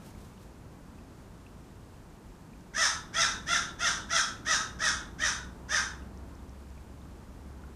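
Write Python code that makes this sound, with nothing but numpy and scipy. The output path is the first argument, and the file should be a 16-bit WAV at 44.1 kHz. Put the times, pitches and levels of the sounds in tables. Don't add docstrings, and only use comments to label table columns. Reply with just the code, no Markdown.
import sys
import numpy as np
from scipy import signal
from scipy.fft import rfft, irfft, next_fast_len
from scipy.io import wavfile
from scipy.ndimage import uniform_filter1d

SR = 44100
rng = np.random.default_rng(int(sys.argv[2]) if len(sys.argv) > 2 else 0)


def int16_out(signal):
    q = np.round(np.clip(np.atleast_2d(signal).T, -1, 1) * 32767)
    wavfile.write(sys.argv[1], SR, q.astype(np.int16))


N = 341907

# time in seconds, level in dB.
RUMBLE_LEVEL = [(0, -48), (2.6, -50.5), (3.4, -45.5), (5.9, -46.5), (6.5, -48), (7.75, -48)]
# frequency in Hz, relative density in dB per Hz.
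RUMBLE_SPECTRUM = [(11, -39.5), (18, -9), (55, 1.5), (133, -4.5), (189, -3), (348, -10.5), (485, -15.5),
                   (770, -18.5), (893, -17), (1290, -22), (1500, -25), (1950, -33.5), (3300, -120)]
# time in seconds, level in dB.
CREEK_LEVEL = [(0, -62.5), (.6, -65), (7.75, -64.5)]
# frequency in Hz, relative density in dB per Hz.
CREEK_SPECTRUM = [(880, -31.5), (1500, 0), (2390, -2.5), (2750, -4), (3560, -6.5), (7390, -7.5),
                  (14500, -17)]
# centre in seconds, rms level at the centre in dB, 1/e half-length in seconds.
LEAF_RUSTLES = [(0.07, -62.5, 0.048), (0.245, -63.5, 0.076), (0.424, -65.5, 0.042)]
# start in seconds, level before onset and decay in dB, starting pitch in Hz.
DRIP_BUBBLES = [(0.1491, -52, 2210), (0.378, -54, 2900), (0.987, -52, 2510), (1.465, -46.5, 2587),
                (2.534, -50, 2384), (4.3693, -47, 2570), (6.0225, -53.5, 2697), (6.3929, -55.5, 3600),
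                (6.778, -50.5, 2364), (7.0167, -55.5, 3600), (7.637, -45.5, 1368)]
# time in seconds, nominal peak in dB.
PEBBLE_TICKS = [(2.6091, -49), (6.1747, -43.5), (6.3531, -46), (6.4944, -45.5), (6.7035, -50)]
# start in seconds, length in seconds, time from start to top pitch in seconds,
# top pitch in Hz, level at peak effort in dB.
CAW_ROWS = [(2.733, .16, 0.0681, 654.8, -26.5), (3.127, 0.1462, 0.0622, 686, -26.5),
            (3.457, 0.1329, 0.0556, 690, -27.5), (3.782, 0.1346, 0.04954, 690.8, -28),
            (4.085, 0.1355, 0.0523, 692.1, -26.5), (4.446, 0.1302, 0.0527, 653.9, -26.5),
            (4.784, 0.1331, .052, 654.3, -27.5), (5.18, 0.1292, 0.0492, 639.2, -28.5),
            (5.681, 0.1293, 0.05465, 625.6, -27.5)]
# centre in Hz, width in Hz before widening, relative level in dB.
THROAT_MODES = [(1415, 364.3, -0.5), (1573, 608, -4), (2488.6, 614, -15), (3567, 1455, -14), (5296, 686, 1),
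                (5829, 456, -1), (8400, 1248, -12.5), (10297, 2330, -20.5)]
# centre in Hz, width in Hz before widening, relative level in dB.
CHEST_MODES = [(743, 442, -20), (855.4, 241, -11.5)]
# frequency in Hz, 60 dB decay in seconds before the reach limit,
# relative level in dB.
WOOD_DECAY = [(960, 0.887, 2), (1537, 0.379, -8), (3320, 0.609, -1), (6160, 0.3477, -1), (11370, 0.555, 1)]
# time in seconds, pitch in Hz, level in dB.
ENGINE_DRONE = [(4.4, 61, -52), (5.7, 65, -50), (5.85, 65.2, -46), (7.0, 67.9, -51.5), (7.75, 69.4, -49)]

RUMBLE_FLUTTER_DB, CREEK_FLUTTER_DB = .5, .4
WASH_SIDE_DB = -44.5
TICK_HZ, TICK_WIDTH_HZ = 5650, 1360
FALL_S, ARCH_RISE, ARCH_SAG, ARCH_BEND = .075, .27, .34, 1.6
EFFORT_TOP, SWELL_DB, FADE_DB = 0.5, 11.5, 2.5
ATTACK_S, RELEASE_S = .028, 0.02746
JITTER, SHIMMER_DB, ORDER_FALL_DB = .022, 1.5, 4.2
RASP_DB, SLACK_DB, RASP_TILT = 2.5, 30, .45
BRIGHTENING = .35
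MODE_WIDENING = 1.615
BEAK_CUT_HZ, BEAK_TOP_HZ = 1438.7, 10266
GLIDE_FROM_HZ, GLIDE_TO_HZ, GLIDE_WIDTH_HZ, GLIDE_DB = 3287, 3850, 529, -1.5
WOOD_DB, WOOD_SIDE_DB, DIRECT_DB = 0, -32, 0.5
WOOD_ONSET_S, WOOD_REACH_S = 0.00668, 0.2507
CUTOFF_HZ = 15800


def from_db(db):
    return 10 ** (np.asarray(db) / 20)


def rms_one(x):
    return x / np.sqrt(np.mean(x ** 2) + 1e-20)


def in_time(rows, t):
    s, *columns = np.transpose(rows)
    return [np.interp(t, s, c) for c in columns]


def at_hz(points, hz):
    points = np.array(points)
    return np.interp(np.log(hz + 1), np.log(points[:, 0]), points[:, 1])


def drift(size, rate_hz):
    r = np.exp(-2 * np.pi * rate_hz / SR)
    settle = 9000
    slow = signal.lfilter([1], [1, -2 * r, r * r], rng.standard_normal(size + settle))
    return rms_one(slow[settle:])


def coloured(spectrum):
    size = next_fast_len(N)
    gain = from_db(at_hz(spectrum, np.arange(size // 2 + 1) * SR / size))
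    white = rng.standard_normal((2, size))
    return rms_one(irfft(rfft(white) * gain, size)[:, :N])


def peak_filter(hz, width):
    r = np.exp(-np.pi * width / SR)
    return [(1 - r * r) / 2, 0, (r * r - 1) / 2], [1, -2 * r * np.cos(2 * np.pi * hz / SR), r * r]


def resonance(x, hz, width):
    return signal.lfilter(*peak_filter(hz, width), x)


def rumble(t):
    level_db = in_time(RUMBLE_LEVEL, t)[0] + RUMBLE_FLUTTER_DB * drift(N, 0.9)
    return coloured(RUMBLE_SPECTRUM) * from_db(level_db) * from_db([[0], [WASH_SIDE_DB]])


def creek(t):
    level_db = in_time(CREEK_LEVEL, t)[0] + CREEK_FLUTTER_DB * drift(N, 12)
    return coloured(CREEK_SPECTRUM) * from_db(level_db) * from_db([[0], [WASH_SIDE_DB]])


def rustles(t):
    puffs = sum(from_db(db) * np.exp(-((t - s) / length) ** 2) for s, db, length in LEAF_RUSTLES)
    band = signal.butter(1, [2000, 10000], "band", fs=SR, output="sos")
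    noise = rms_one(signal.sosfilt(band, rng.standard_normal(N)))
    grain = from_db(2.6 * drift(N, 60))
    return puffs * noise * grain


def drips():
    out, t = np.zeros(N), np.arange(2000) / SR
    for s, peak_db, hz in DRIP_BUBBLES:
        cycles = hz * t
        ring = np.sin(2 * np.pi * cycles * (1 + 4.5 * t))
        decay = from_db(peak_db - 1.035 * cycles)
        onset = np.minimum(cycles / 1.3, 1)
        start = round(s * SR)
        out[start:start + len(t)] += ring * decay * onset
    return out


def ticks():
    clicks = np.full(N, 1e-18)
    for s, peak_db in PEBBLE_TICKS:
        clicks[round(s * SR)] = from_db(peak_db) * SR / (np.pi * TICK_WIDTH_HZ)
    return resonance(resonance(clicks, TICK_HZ, TICK_WIDTH_HZ), TICK_HZ, TICK_WIDTH_HZ)


def crow():
    out = np.zeros(N)
    for row in CAW_ROWS:
        start, sound = caw(*row)
        out[start:start + len(sound)] += sound
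    return out


def caw(start, length, top_s, top_hz, peak_db):
    t = np.arange(0, length, 1 / SR)
    up = np.clip(1 - t / top_s, 0, 1)
    down = np.clip((t - top_s) / FALL_S, 0, 1)
    pitch = top_hz * (1 - ARCH_RISE * up ** ARCH_BEND - ARCH_SAG * down ** ARCH_BEND)
    effort_db = np.interp(t / length, [0, EFFORT_TOP, 1], [-SWELL_DB, 0, -FADE_DB])
    phase = 2 * np.pi * np.cumsum(pitch * (1 + JITTER * drift(len(t), 154))) / SR
    slack = 1 - pitch / top_hz
    rasp_gain = from_db(RASP_DB + SLACK_DB * slack)
    source = rms_one(syrinx_pulses(phase)) + rasp_gain * rms_one(turbulence(phase))
    voice = throat(source, from_db(BRIGHTENING * effort_db))
    voice /= np.sqrt(uniform_filter1d(voice ** 2, size=900) + 1e-9)
    edges = np.clip(t / ATTACK_S, 0, 1) * np.clip((length - t) / RELEASE_S, 0, 1)
    return round(start * SR), voice * from_db(peak_db + effort_db) * edges


def syrinx_pulses(phase):
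    pulses = np.zeros(len(phase))
    for k in range(1, 12):
        shimmer_db = SHIMMER_DB * min(k, 5) * drift(len(phase), 90)
        pulses += np.cos(k * phase) * from_db(shimmer_db - ORDER_FALL_DB * max(k - 3, 0))
    return pulses


def turbulence(phase):
    noise = signal.lfilter([1, -RASP_TILT], [1], rng.standard_normal(len(phase)))
    return noise * (1 + 0.75 * np.cos(phase))


def throat(x, bright):
    first, second, *upper = modes(x, THROAT_MODES)
    upper.append(from_db(GLIDE_DB) * gliding(gliding(x)))
    beak_band = signal.butter(5, [BEAK_CUT_HZ, BEAK_TOP_HZ], "band", fs=SR, output="sos")
    beak = signal.sosfilt(beak_band, first + second + bright * sum(upper))
    return beak + sum(modes(x, CHEST_MODES))


def modes(x, table):
    out = []
    for hz, width, db in table:
        wide = MODE_WIDENING * width
        out.append(from_db(db) * resonance(resonance(x, hz, wide), hz, wide))
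    return out


def gliding(x, size=128):
    state, out = np.zeros(2), []
    for i in range(0, len(x), size):
        hz = GLIDE_FROM_HZ + (GLIDE_TO_HZ - GLIDE_FROM_HZ) * i / len(x)
        block, state = signal.lfilter(*peak_filter(hz, GLIDE_WIDTH_HZ), x[i:i + size], zi=state)
        out.append(block)
    return np.concatenate(out)


def wood(x):
    x = signal.sosfilt(signal.butter(6, 820, "high", fs=SR, output="sos"), x)
    t = np.arange(SR) / SR
    table = np.array(WOOD_DECAY)
    tail = np.zeros((2, SR))
    edges = 300 * 2 ** np.arange(0, 6, .75)
    for low, high in zip(edges, edges[1:]):
        band_filter = signal.butter(2, [low, high], "band", fs=SR, output="sos")
        band = signal.sosfilt(band_filter, rng.standard_normal((2, SR)))
        centre = np.sqrt(low * high)
        t60 = at_hz(table[:, [0, 1]], centre)
        level_db = at_hz(table[:, [0, 2]], centre)
        tail += band * from_db(level_db - 60 * t / t60)
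    tail *= (1 - np.exp(-t / WOOD_ONSET_S)) * np.exp(-(t / WOOD_REACH_S) ** 2)
    tail /= np.sqrt(np.sum(tail[0] ** 2))
    tail[1] = signal.lfilter([1, -.7], [1], tail[1])
    scattered = signal.fftconvolve(x[None], tail, axes=1)[:, :N]
    return scattered * from_db([[WOOD_DB], [WOOD_DB + WOOD_SIDE_DB]])


def drone(t):
    hz, level_db = in_time(ENGINE_DRONE, t)
    swell = np.clip((t - ENGINE_DRONE[0][0]) / .5, 0, 1)
    tone = np.sqrt(2) * np.sin(2 * np.pi * np.cumsum(hz) / SR)
    return tone * from_db(level_db + 1.0 * drift(N, 1.54)) * swell


def scene():
    t = np.arange(N) / SR
    bird = crow()
    direct = from_db(DIRECT_DB) * bird * [[1], [-.025]]
    central = (rustles(t) + drips() + ticks() + drone(t)) * [[1], [0]]
    mid, side = rumble(t) + creek(t) + central + direct + wood(bird)
    return np.array([mid + side, mid - side])


def record(dry):
    return signal.sosfilt(signal.cheby2(14, 60, CUTOFF_HZ, fs=SR, output="sos"), dry)


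dry = scene()
out = record(dry)
int16_out(out)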